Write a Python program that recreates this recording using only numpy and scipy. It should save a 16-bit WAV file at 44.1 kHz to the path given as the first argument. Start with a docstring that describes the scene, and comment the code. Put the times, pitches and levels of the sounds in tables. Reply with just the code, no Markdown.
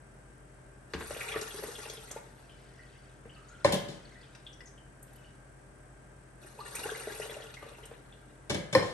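"""Straining juice in a tiled kitchen.

Two mugs of steeped juice pour through a plastic strainer into a jug. Wet petals plop on the mesh
and wake the air in the jug; the juice splashes, fizzes and bubbles. After each pour the mug knocks
and clatters in the pot as it scoops, and juice drips back off it. A fridge hums behind."""
import sys
import numpy as np
from scipy import signal
from scipy.fft import rfft, irfft, next_fast_len
from scipy.io import wavfile

SR = 44100
rng = np.random.default_rng(int(sys.argv[2]) if len(sys.argv) > 2 else 0)


def output_pcm(signal):
    """Save a mono or channel-first signal as 16-bit PCM at the path in sys.argv[1].

    Samples are clipped to [-1, 1] before scaling.
    """
    pcm = np.clip(np.atleast_2d(signal).T, -1, 1) * 32767
    wavfile.write(sys.argv[1], SR, np.round(pcm).astype(np.int16))


N = 393813
TIME_S = np.arange(N) / SR
RING_S = TIME_S[:SR * 3 // 4]  # time axis of one event

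# Levels are ahead of the mix gains; glide is as in bubble().
# fridge, low drone: pitch_hz, level_db
FRIDGE_DRONE = [(42, -71), (49.4, -62), (84, -70), (126, -61.5), (137.5, -66)]
# fridge, faint upper lines: pitch_hz, level_db
FRIDGE_HUM = [(100, -102), (168, -76), (300, -72.5), (336, -74.5), (395.5, -71), (603, -72.5), (1583, -72),
              (3166, -88)]
# fridge hiss: freq_hz, gain_db
HISS_SPECTRUM = [(4000, -9), (7000, -4), (7900, 12.5), (8500, 6), (10000, 8.5), (11000, 9), (12000, -58)]
# room air: freq_hz, gain_db
AIR_SPECTRUM = [(25, -48), (50, -2), (100, -8), (170, -4.5), (330, -8), (700, -8.5), (1050, -14),
                (1600, -12), (2100, -18.5), (3000, -26.5), (4000, -32), (5000, -31), (7000, -28.5),
                (12000, -56)]

# surges through the strainer: start_s, rise_s, hold_s, drain_db_per_s, splash_db, fizz_db
SURGES = [(0.857, 0.23, 0.78, 29, -54.5, -54), (1.13, 0.17, 0.045, 179, -47, -65),
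          (1.598, .12, 0.086, 130, -72, -93), (6.395, 0.03, 0.021, 13.5, -61, -63),
          (6.586, 0.13, 0.5, 50, -49.5, -53), (7.199, 0.038, 0.51, 23, -61, -69.5)]
# splash in the jug: freq_hz, gain_db
SPLASH_SPECTRUM = [(100, -20), (340, 2.5), (430, 20), (515, 5.5), (595, 1), (680, 2.5), (790, 8.5),
                   (1000, 3), (1350, 6), (2400, 1.5), (4000, -3), (6000, -31), (12000, -41)]
# fizz of the mesh: freq_hz, gain_db
FIZZ_SPECTRUM = [(1500, 7), (3500, 1.5), (5500, 3), (7300, 0.5), (9000, 4.5), (10200, 4), (11300, 7),
                 (13000, -20)]
# drops bursting on rim and mesh: start_s, level_db, centre_hz, body_db
SPATTER_HITS = [(0.935, -36.5, 3800, -9), (1.2084, -42, 2300, -8), (1.412, -35, 5440, -12),
                (1.687, -49, 5230, -6), (1.8972, -38.5, 5160, -9), (2.112, -36, 6300, -29),
                (4.349, -49, 4900, 5), (4.6056, -50, 1900, -6), (5.027, -46, 9000, -37),
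                (5.13, -55, 10000, -22), (5.157, -54, 10500, -29), (6.752, -33.5, 9250, -13),
                (7.5397, -44, 4340, 0), (7.8538, -46, 9000, -11)]
# big lumps landing in the strainer: start_s, level_db, pitch_hz, slap_db, t60_s, upper_modes_db
BIG_LUMPS = [(0.937, -34.5, 441, 4, 0.089, -12), (1.008, -34.5, 452, 0.5, 0.058, -15),
             (1.107, -33, 451, -4, 0.045, 1.5), (1.164, -33.5, 466, -12, 0.04, -5),
             (1.293, -42, 435, -4, 0.025, -10), (1.358, -24.5, 432, -8.5, 0.058, -6.5),
             (1.417, -34, 417, -12, 0.047, -6), (1.543, -39.5, 404, -4, 0.1, -10),
             (1.589, -34.5, 412, -9, 0.052, -20), (1.636, -31, 435, -7, 0.053, -6.5),
             (1.686, -32, 466, -11, 0.047, -14), (1.784, -39.5, 427, -2, 0.054, -13),
             (1.858, -39.5, 444, -6.5, 0.046, -8), (1.898, -38.5, 440, -20, 0.052, -4),
             (1.933, -42.5, 445, -22, 0.055, -8), (1.976, -42.5, 440, -18, 0.06, -16),
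             (2.109, -45, 466, 1.5, 0.037, -1), (2.161, -31.5, 454, -14, 0.04, -3.5),
             (6.587, -43, 448, -11, 0.056, -11), (6.751, -48, 470, -2, .04, -8),
             (6.786, -48.5, 500, 7, 0.03, -3), (6.856, -27, 455, -10.5, 0.046, -10),
             (6.917, -30.5, 430, -17, 0.065, -14), (6.973, -40, 464, -22, 0.04, -10),
             (7.005, -38, 430, -23, 0.07, -14), (7.072, -29, 434, -12.5, 0.063, -2.5),
             (7.118, -37, 422, -10, 0.055, -13), (7.158, -42, 430, -10, 0.046, -11),
             (7.197, -31.5, 437, -14, 0.059, -2.5), (7.258, -46.5, 430, -13, 0.07, 9),
             (7.295, -37, 453, -10, 0.039, -3), (7.32, -40, 427, -8, 0.062, -3),
             (7.365, -55, 458, -14, 0.09, 15), (7.402, -48.5, 443, -3, 0.044, 9),
             (7.44, -47.5, 441, -17, 0.11, 0), (7.627, -42.5, 430, -1.5, 0.037, 3),
             (7.663, -42, 445, -16, 0.059, -3), (7.715, -48, 450, -6, .05, 4),
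             (7.828, -48, 438, -14, 0.12, -8), (7.912, -40, 450, -7.5, 0.066, -2)]
# wet slap of a lump: freq_hz, gain_db
SLAP_SPECTRUM = [(100, -0.5), (300, 3), (750, -3), (1000, 0), (1500, 0.5), (2500, -5.5), (5000, -21),
                 (11000, -65)]
# upper modes of the air in the jug: pitch_hz, level_db, t60_s
JUG_UPPER_MODES = [(590, -2.5, 0.04), (763, -14, 0.052)]
# full strainer thumping the jug: start_s, level_db
STRAINER_THUMPS = [(0.943, -40), (.972, -46)]
# jug wall: pitch_hz, level_db, t60_s
JUG_WALL_MODES = [(68.4, -6.5, 0.21), (128, -1, 0.075), (178, -2.5, 0.099), (282, -1, 0.061),
                  (334, -10, 0.13)]
# largest bubbles in the jug: start_s, level_db, pitch_hz, glide
BIG_BUBBLES = [(1.146, -33, 2450, 0.083), (1.166, -33, 2750, 0.14), (1.2075, -21.5, 2390, .01),
               (1.211, -31, 1840, 0.041), (1.284, -29, 2350, .02), (1.315, -26.5, 2280, 0.027),
               (1.321, -27.5, 3220, .01), (1.336, -29, 2100, 0.023), (1.341, -29, 1214, 0.039),
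               (1.349, -35.5, 957, 0.03), (1.36, -25.5, 1320, 0.007), (1.361, -28, 1720, 0.022),
               (1.506, -31.5, 3140, 0.056), (1.753, -31.5, 3200, 0.032), (1.853, -32, 2600, 0.018),
               (1.86, -33.5, 818, 0.0083), (1.874, -40, 2330, 0.022), (1.898, -34, 3250, .02),
               (1.97, -35, 3300, .04), (2.104, -39, 3460, 0.016), (2.162, -32.5, 853, 0.019),
               (2.168, -42, 2080, 0.022), (6.589, -34, 873, .1), (6.602, -40, 4180, 0.0092),
               (6.608, -32.5, 1110, 0.036), (6.75, -31, 2220, .02), (6.766, -31, 2494, 0.018),
               (6.85, -33.5, 830, .01), (6.884, -34.5, 705, 0.018), (6.89, -28, 1490, 0.038),
               (6.901, -30, 3250, 0.026), (6.948, -29.5, 1890, 0.077), (7.007, -34, 737, .01),
               (7.101, -33, 1570, .02), (7.12, -34, 2150, 0.02), (7.226, -33, 2800, .03),
               (7.294, -35, 2250, .02), (7.297, -33, 3300, 0.032), (7.42, -38, 3080, 0.036),
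               (7.494, -43.5, 3487, 0.032), (7.568, -34, 2066, 0.022), (7.625, -38, 1150, .03),
               (7.747, -43, 2630, 0.028), (7.835, -39, 3000, .02)]

# juice running off the mug: start_s, length_s, level_db
RUNOFF_SWELLS = [(2.263, 0.96, -56), (3.23, 1.3, -53.5), (5.043, 0.33, -58.5)]
# trickle over the mug: freq_hz, gain_db
TRICKLE_SPECTRUM = [(1400, 3.5), (3000, -1), (7000, -11)]
# largest drops falling into the pot: start_s, level_db, pitch_hz, glide
BIG_DRIPS = [(2.4952, -48.5, 3030, 0.0079), (2.714, -86, 4290, .02), (2.791, -49, 1880, 0.01),
             (2.932, -59, 2900, 0.043), (3.2944, -48, 2900, 0.025), (3.346, -57, 4370, .02),
             (3.361, -53, 2730, .02), (3.487, -46.5, 6850, 0.024), (4.0521, -48.5, 4260, 0.02),
             (4.12, -53, 2030, 0.019), (4.155, -52, 1860, 0.023), (4.213, -52.5, 4700, 0.016),
             (4.232, -51, 3400, 0.017), (4.351, -57, 2880, .02), (4.351, -51, 5500, 0.013),
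             (4.466, -36.5, 3395, 0.015), (4.53, -49, 5800, 0.018), (4.6049, -49, 1896, 0.015),
             (4.606, -49.5, 5000, 0.036), (4.6578, -47.5, 6470, 0.022), (4.672, -45, 5900, 0.017),
             (4.7775, -51.5, 3020, 0.015), (5.16, -60, 2960, 0.009), (5.245, -52, 2850, .01),
             (8.124, -50, 3310, 0.032)]
# hollow of the pot: freq_hz, gain_db
HOLLOW_SPECTRUM = [(1200, -30), (1950, 6), (2400, -15), (3000, 4), (3600, -13), (4500, -17), (6200, -8),
                   (9000, -18)]

# mug rattling in the pot: start_s, level_db, body_t60_s, hardness_db
MUG_CLATTERS = [(3.25, -50, 0.13, -28), (3.645, -23.5, 0.19, -4), (3.7225, -30.5, 0.15, 4.5),
                (3.884, -50, 0.36, 6), (8.497, -28, 0.15, 2), (8.544, -28.5, 0.078, -3),
                (8.727, -30, 0.15, 0.5), (8.751, -24.5, 0.2, -6.5), (8.826, -46, 1, 1.5)]
# dull body of the rattle: freq_hz, gain_db
RATTLE_BODY_SPECTRUM = [(50, -26), (80, -10), (110, -6), (180, -2.5), (300, -5), (450, 0), (650, -7),
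                        (800, -8), (1050, -15), (1350, -17.5), (1750, -10), (2600, -20.5), (6000, -60)]
# bright edge of the rattle: freq_hz, gain_db
RATTLE_EDGE_SPECTRUM = [(700, -21), (1700, -40), (2700, -1), (3300, 8), (4300, 4), (6500, 1), (9000, -5),
                        (11000, -0.5), (12500, -25)]
# thin pot wall: pitch_hz, level_db, t60_s
POT_WALL_MODES = [(516, -21, 0.15), (582, -1, 0.16), (910, -25, 0.26), (1250, -29, 0.94), (1686, -28, 0.75),
                  (1868, -27, 0.56), (2056, -30, .7), (2250, -7, 0.085), (2440, -26, 0.18),
                  (2810, -28, 0.48), (3050, -9.5, 0.18), (3190, -18, 0.35), (3340, -19, 0.16),
                  (3435, -29, 0.16), (3620, -29, 0.22), (4100, -18, 0.23), (4750, -27, .25)]
# mug foot striking the pot floor: start_s, level_db, pitch_hz, overtones_db
MUG_KNOCKS = [(3.253, -40.5, 473, -31), (3.6462, -5.5, 567, -7), (8.75, -4, 519.4, -2.5),
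              (3.728, -20.5, 572, -16), (3.747, -22, 591, -25), (8.774, -24, 500, -6),
              (8.795, -33, 538, 11), (8.826, -31, 542, 5)]
# pot and counter ringing together: pitch_hz, level_db, t60_s
POT_ON_COUNTER_MODES = [(104, -20, 0.15), (175, -20.5, 0.092), (317.6, -14.5, 0.16), (424, -14, 0.041),
                        (476, -2, 0.042), (960, -2.5, 0.026), (1044, -2.5, 0.041), (1802, -14.5, 0.098),
                        (1880, -19, 0.068), (2130, -13, 0.036), (2380, -17.5, 0.046), (4130, -8, 0.014),
                        (4355, -16, 0.025), (5210, -13, 0.027)]
# pot rocking back on the counter: start_s, level_db
POT_THUDS = [(3.732, -27.5), (3.886, -37), (8.501, -31), (8.544, -30)]
# counter: pitch_hz, level_db, t60_s
THUD_MODES = [(151, -3, 0.14), (188, -3.5, 0.21), (231, 2, 0.064), (315, -3, 0.14), (416, -0.5, 0.086)]
# mug sliding down the pot: start_s, length_s, level_db, pitch_hz
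MUG_SLIDES = [(3.35, .11, -55, 1245), (3.49, .18, -55, 1378)]
# glaze striking steel: start_s, level_db
GLAZE_TICKS = [(3.646, -47), (3.724, -25), (3.7275, -28), (3.741, -24), (8.501, -48), (8.75, -29)]
# tick of the glaze: freq_hz, gain_db
TICK_SPECTRUM = [(1500, -30), (3300, 15), (6000, -11), (9000, 0), (12500, 9), (16000, -14)]

# kitchen reverberation: freq_hz, t60_s
KITCHEN_DECAY = [(100, 1), (300, 0.4), (700, 0.69), (2000, 0.56), (5000, 0.42), (11000, 0.4)]
# diffuse sound at the two microphone ports: freq_hz, coherence
PORT_COHERENCE = [(60, 0.8), (250, 0.6), (500, 0.37), (600, 0), (5000, 0), (6500, 0.3), (8000, 0),
                  (8400, 1), (12000, 1)]
# phase between the ports: freq_hz, left_lead_rad
PORT_LEAD = [(1800, 0), (3300, .7), (6500, .4), (7000, 2.8), (8500, 0), (9400, -1.7), (10150, -3.14),
             (11000, -4.5), (11800, -6.2)]
# level between the ports: freq_hz, left_minus_right_db
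PORT_BALANCE = [(60, 1.2), (300, 1.7), (1000, 1.9), (3000, 1.3), (5300, 4.8), (6800, 3.1), (7700, 1.6),
                (10000, 0.17)]
# microphone response: freq_hz, gain_db
MIC_RESPONSE = [(18, -30), (44, 0.5), (70, 0), (11000, -1.5), (12300, -7), (13300, -46), (14500, -26),
                (16000, -40)]

AIR_DB, HISS_DB, COMPRESSOR_HZ = -57, -67.5, 42
FIZZ_EXPONENT = 1.47  # fizz grows as this power of the flow
DRY_SHARE = .11  # no stray events below this share of peak flow
SMALL_GLIDE = .035
POT_LEAD_S, BAND_LIMIT_HZ = .00012, 16800


def amp(db):
    """Decibels to gain."""
    return 10 ** (np.asarray(db) / 20)


def unit_rms(x):
    """Scale to rms 1."""
    return x / np.sqrt(np.mean(x ** 2) + 1e-20)


def lookup(points, hz):
    """Interpolate a table on a log-frequency axis."""
    freq_hz, value = np.transpose(points)
    return np.interp(np.log(hz + 1), np.log(freq_hz + 1), value)


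def add(mix, start_s, sound):
    """Mix a sound in at start_s."""
    part = mix[..., round(start_s * SR):][..., :sound.shape[-1]]
    part += sound[..., :part.shape[-1]]


def colour(x, spectrum, size=4096):
    """Minimum-phase filter from (freq_hz, gain_db) points."""
    log_gain = np.log(amp(lookup(spectrum, abs(np.fft.fftfreq(size, 1 / SR)))))
    taps = np.fft.ifft(np.exp(np.conj(signal.hilbert(log_gain)))).real[:size // 2]
    return np.apply_along_axis(lambda row: signal.oaconvolve(row, taps)[:len(row)], -1, x)


def decay(t60_s):
    """Fall of 60 dB in t60_s."""
    return np.exp(-np.log(1000) * RING_S / t60_s)


def attack(rise_s):
    """Soft onset of about rise_s."""
    return 1 - np.exp(-(RING_S / rise_s) ** 2)


def arch(start_s, length_s):
    """Semicircular swell and ebb."""
    return np.sqrt(np.maximum(1 - (2 * (TIME_S - start_s) / length_s - 1) ** 2, 0))


def wander(rate_hz, count=24):
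    """Random drift below rate_hz, rms 1."""
    coarse_s = TIME_S[::128]
    share, phase = rng.random((2, count, 1))
    drift = np.sin(2 * np.pi * (rate_hz * share * coarse_s + phase)).sum(0)
    return np.interp(TIME_S, coarse_s, unit_rms(drift))


def ring(modes, rise_cycles):
    """Struck modes, each building up over rise_cycles."""
    return sum(amp(db) * decay(t60_s) * attack(rise_cycles / hz)
               * np.sin(2 * np.pi * (hz * RING_S + rng.random())) for hz, db, t60_s in modes)


def burst(spectrum, t60_s, rise_s):
    """Decaying puff of coloured noise."""
    return unit_rms(colour(rng.standard_normal(len(RING_S)), spectrum)) * decay(t60_s) * attack(rise_s)


def diffuse(pair):
    """Blend two unrelated channels to the coherence of diffuse sound at the ports."""
    a, b = rfft(pair)
    coherence = np.clip(lookup(PORT_COHERENCE, np.fft.rfftfreq(pair.shape[1], 1 / SR)), 0, 1)
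    mid, side = np.sqrt((1 + coherence) / 2) * a, np.sqrt((1 - coherence) / 2) * b
    return irfft([mid + side, mid - side], pair.shape[1])


def fridge():
    """Wavering hum and a hiss pulsing with the compressor, over steady room air."""
    air = amp(AIR_DB) * unit_rms(colour(diffuse(rng.standard_normal((2, N))), AIR_SPECTRUM))
    hum = np.zeros(N)
    for hz, db in FRIDGE_DRONE + FRIDGE_HUM:
        gain = amp(db) * np.sqrt(2) * (1 + .042 * wander(5.9))
        hum += gain * np.sin(2 * np.pi * hz * TIME_S + hz * .00026 * wander(5.2))
    stroke = np.exp(.25 * np.cos(2 * np.pi * COMPRESSOR_HZ * TIME_S))
    hiss = colour(diffuse(rng.standard_normal((2, N))), HISS_SPECTRUM)
    return air + hum + amp(HISS_DB) * unit_rms(stroke * hiss)


def surges():
    """Splash and fizz gains: flow grows as the mug tips, holds, then drains through the petals."""
    splash_gain, fizz_gain = np.zeros((2, N))
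    for start_s, rise_s, hold_s, drain_db_per_s, splash_db, fizz_db in SURGES:
        age_s = TIME_S - start_s
        draining_s = np.maximum(age_s - rise_s - hold_s, 0)
        flow = np.clip(age_s / rise_s, 0, 1) * amp(-drain_db_per_s * draining_s)
        splash_gain += amp(splash_db) * flow
        fizz_gain += amp(fizz_db) * flow ** FIZZ_EXPONENT
    return splash_gain, fizz_gain


def bubble(hz, cycles, glide):
    """A bubble nearing the surface: every `cycles` it decays by 1/e and rises by 2 * glide * hz."""
    age = np.arange(int(6 * cycles * SR / hz)) * hz / (cycles * SR)
    envelope = np.exp(-age) * (1 - np.exp(-age * cycles / 2))
    return envelope * np.sin(2 * np.pi * cycles * age * (1 + glide * age))


def swarm(low_hz, high_hz, per_s, cycles, glide, spread_db, pitches):
    """Tiny bubbles, most faint and a few strong; rms 1."""
    out = np.zeros(N)
    for hz in np.geomspace(low_hz, high_hz, pitches):
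        when, chance, size = rng.random((3, N // 200))
        born = chance < per_s * N / SR / pitches / len(chance)
        level_db = spread_db * np.minimum(-np.log(size[born] + 1e-9), np.pi)
        impulses = np.zeros(N)
        impulses[(when[born] * N).astype(int)] = amp(level_db)
        out += signal.oaconvolve(impulses, bubble(hz, cycles, glide) * hz ** 1.24)[:N]
    return unit_rms(out)


def pour(splash_gain, fizz_gain):
    """Streams from the mesh churn bubbles into the jug while the mesh fizzes."""
    churn = swarm(420, 6000, per_s=1100, cycles=6, glide=.018, spread_db=4, pitches=40)
    spray = swarm(3500, 13000, per_s=2400, cycles=5, glide=.01, spread_db=4.4, pitches=20)
    clumps = amp(2.2 * wander(32))  # the petals break up the stream
    splash = unit_rms(clumps * colour(churn + amp(-3.5) * rng.standard_normal(N), SPLASH_SPECTRUM))
    fizz = unit_rms(clumps * colour(spray + amp(-22) * rng.standard_normal(N), FIZZ_SPECTRUM))
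    return amp(-3) * splash_gain * splash + amp(1) * fizz_gain * fizz


def spatters():
    """Drops burst on rim and mesh with a short spit."""
    out = np.zeros(N)
    for start_s, db, hz, body_db in SPATTER_HITS:
        spectrum = [(hz / 6, body_db - 4), (hz / 2, body_db), (hz, 0), (hz * 1.4, -5), (hz * 3, -26)]
        add(out, start_s, amp(db) * burst(spectrum, t60_s=.037, rise_s=.00064))
    return out


def strays(stream, per_s, db, spread_db, low_hz, high_hz, db_per_flow_db):
    """Random (start_s, level_db, pitch_hz) events while a stream runs, fainter as it thins."""
    count = int(per_s * N / SR)
    when, size, pitch = rng.random((count, 3)).T
    start_s = (np.arange(count) + when) / per_s
    share = np.interp(start_s, TIME_S, stream) / stream.max()
    level_db = db + db_per_flow_db * 20 * np.log10(share + 1e-9) + spread_db * (2 * size - 1)
    pitch_hz = low_hz * (high_hz / low_hz) ** pitch
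    return np.transpose([start_s, level_db, pitch_hz])[share > DRY_SHARE]


def plops(stream):
    """Lumps slap the wet heap and wake the air in the jug, whose note lifts as they sink."""
    out = np.zeros(N)
    small = strays(stream, per_s=7, db=-45, spread_db=10.5, low_hz=350, high_hz=565, db_per_flow_db=.5)
    small_slap_db, small_t60_s, small_upper_db = -21, .045, 1
    lumps = list(BIG_LUMPS) + [(*row, small_slap_db, small_t60_s, small_upper_db) for row in small]
    for start_s, db, hz, slap_db, t60_s, upper_db in lumps:
        bend, detune = rng.uniform((0, .95), (.09, 1.05))
        note_hz = hz * (1 + bend * (.5 - decay(t60_s)))
        air = decay(t60_s) * attack(.004) * np.sin(2 * np.pi * np.cumsum(note_hz) / SR)
        modes = [(mode_hz * detune, *rest) for mode_hz, *rest in JUG_UPPER_MODES]
        upper = amp(upper_db) * ring(modes, rise_cycles=1.54)
        slap = amp(slap_db - 10) * burst(SLAP_SPECTRUM, t60_s=.17, rise_s=.00048)
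        add(out, start_s - .001, amp(db + 5.5) * (air + upper + slap))
    return out


def thumps():
    """The full strainer thumps the jug wall."""
    out = np.zeros(N)
    for start_s, db in STRAINER_THUMPS:
        add(out, start_s, amp(db + 8) * ring(JUG_WALL_MODES, rise_cycles=.56))
    return out


def plinks(big, small, cycles, splash_db):
    """Each bubble chirps upward inside its own small splash."""
    out = np.zeros(N)
    for start_s, db, hz, glide in list(big) + [(*row, SMALL_GLIDE) for row in small]:
        spectrum = [(hz / 3, -36), (hz / 1.28, -15), (hz * 1.02, 0), (hz * 1.2, -16), (hz * 1.8, -40)]
        add(out, start_s, amp(db) * bubble(hz, cycles, glide))
        add(out, start_s, amp(db + splash_db) * burst(spectrum, t60_s=.055, rise_s=.003))
    return out


def jug_bubbles(stream):
    """Large bubbles chirp in the jug; smaller ones follow the flow."""
    small = strays(stream, per_s=5, db=-41, spread_db=4, low_hz=1400, high_hz=4000, db_per_flow_db=.45)
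    return plinks(BIG_BUBBLES, small, cycles=8, splash_db=-3)


def runoff():
    """Juice trickles over the mug; drops fall back and ring in the hollow of the pot."""
    stream = sum(amp(db) * arch(start_s, length_s) for start_s, length_s, db in RUNOFF_SWELLS)
    trickle = swarm(1400, 7000, per_s=1500, cycles=22, glide=.006, spread_db=1.5, pitches=30)
    trickle = unit_rms(colour(trickle, TRICKLE_SPECTRUM))
    small = strays(stream, per_s=4, db=-57, spread_db=3, low_hz=2400, high_hz=4590, db_per_flow_db=.9)
    drops = plinks(BIG_DRIPS, small, cycles=12, splash_db=-6)
    hollow = burst(HOLLOW_SPECTRUM, t60_s=.16, rise_s=.004)
    drops += amp(-12) * signal.oaconvolve(drops, hollow / np.linalg.norm(hollow))[:N]
    return amp(2) * drops + amp(-11.5) * stream * trickle


def clatters():
    """The mug chatters on metal; harder contact is brighter and rings the pot more."""
    out = np.zeros(N)
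    for start_s, db, t60_s, hardness_db in MUG_CLATTERS:
        body = burst(RATTLE_BODY_SPECTRUM, t60_s, rise_s=.0029)
        edge = burst(RATTLE_EDGE_SPECTRUM, t60_s * .78, rise_s=.00015)
        wall = ring(POT_WALL_MODES, rise_cycles=.98)
        add(out, start_s, amp(db) * (body + amp(hardness_db - 4.5) * (edge + wall)))
    return out


def knocks():
    """The pot's loaded floor booms under the mug; pot and counter ring, and thud as the pot rocks."""
    booms, rings = np.zeros((2, N))
    for start_s, db, hz, overtones_db in MUG_KNOCKS:
        boom = decay(t60_s=.063) * attack(rise_s=.0048) * np.sin(2 * np.pi * hz * RING_S)
        add(booms, start_s, amp(db + 2.5) * boom)
        add(rings, start_s, amp(db + overtones_db) * ring(POT_ON_COUNTER_MODES, rise_cycles=2.23))
    for start_s, db in POT_THUDS:
        add(rings, start_s, amp(db) * ring(THUD_MODES, rise_cycles=1.2))
    return booms, rings


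def slide():
    """The mug wall sings a thin, broken note as it rubs down the pot."""
    waver_hz, grip = 70 * wander(160), abs(wander(45))
    return grip * sum(amp(db) * arch(start_s, length_s) * np.sin(2 * np.pi * np.cumsum(hz + waver_hz) / SR)
                      for start_s, length_s, db, hz in MUG_SLIDES)


def ticks():
    """Glaze meets steel with a dry, bright tick."""
    out = np.zeros(N)
    for start_s, db in GLAZE_TICKS:
        add(out, start_s, amp(db) * burst(TICK_SPECTRUM, t60_s=.028, rise_s=.0002))
    return out


def echoes(band_t60s, rise_s):
    """Dense stereo echoes of unit energy; each band decays at its own rate."""
    hz, age_s, bands = signal.stft(rng.standard_normal((2, len(RING_S))), SR, nperseg=256)
    bands *= np.exp(-np.log(1000) * age_s / lookup(band_t60s, hz)[:, None])
    tail = signal.istft(bands, SR, nperseg=256)[1][:, :len(RING_S)]
    fade_out = attack(.1)[::-1]
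    return unit_rms(diffuse(tail) * attack(rise_s) * fade_out) / np.sqrt(len(RING_S))


def kitchen(x, near_db, room_db):
    """Direct sound, quick echoes off vessels and tiles, and the room tail."""
    near = amp(near_db) * echoes([(300, .055), (8000, .038)], rise_s=.001)
    room = amp(room_db) * echoes(KITCHEN_DECAY, rise_s=.0097)
    return x + signal.oaconvolve(x[None], near + room, axes=1)[:, :N]


def from_left(pair):
    """Sound from the left reaches the right port later."""
    delay_s = round(POT_LEAD_S * SR) / SR
    return np.array([pair[0], np.interp(TIME_S - delay_s, TIME_S, pair[1])])


def scene():
    """Jug close by, pot further back on the left, fridge behind."""
    stream, fizz_gain = surges()
    background = fridge()
    juice = pour(stream, fizz_gain)
    booms, rings = knocks()
    pot = kitchen(booms, near_db=-22, room_db=-12)
    pot += kitchen(ticks(), near_db=-6, room_db=-7)
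    pot += kitchen(rings, near_db=-20, room_db=-8)
    pot += kitchen(amp(-1) * clatters(), near_db=-.5, room_db=-1)
    jug = amp(.5) * kitchen(juice + spatters(), near_db=3, room_db=-3)
    jug += kitchen(plops(stream) + thumps(), near_db=-13, room_db=-7)
    jug += kitchen(amp(-5) * jug_bubbles(stream), near_db=-6, room_db=-4)
    mug = kitchen(runoff() + amp(-2) * slide(), near_db=-6, room_db=-4)
    return background + jug + mug + from_left(pot)


def record(dry):
    """Phase and level between the ports, microphone response, then the band limit."""
    size = next_fast_len(N + SR // 10)
    hz = np.fft.rfftfreq(size, 1 / SR)
    left_gain = np.sqrt(amp(lookup(PORT_BALANCE, hz))) * np.exp(.5j * lookup(PORT_LEAD, hz))
    ports = irfft(rfft(dry, size) * np.array([left_gain, 1 / left_gain]), size)[:, :N]
    lowpass = signal.firwin(511, BAND_LIMIT_HZ, window=("kaiser", 9), fs=SR)
    return signal.oaconvolve(colour(ports, MIC_RESPONSE), lowpass[None], "same")


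dry = scene()
out = record(dry)
output_pcm(out)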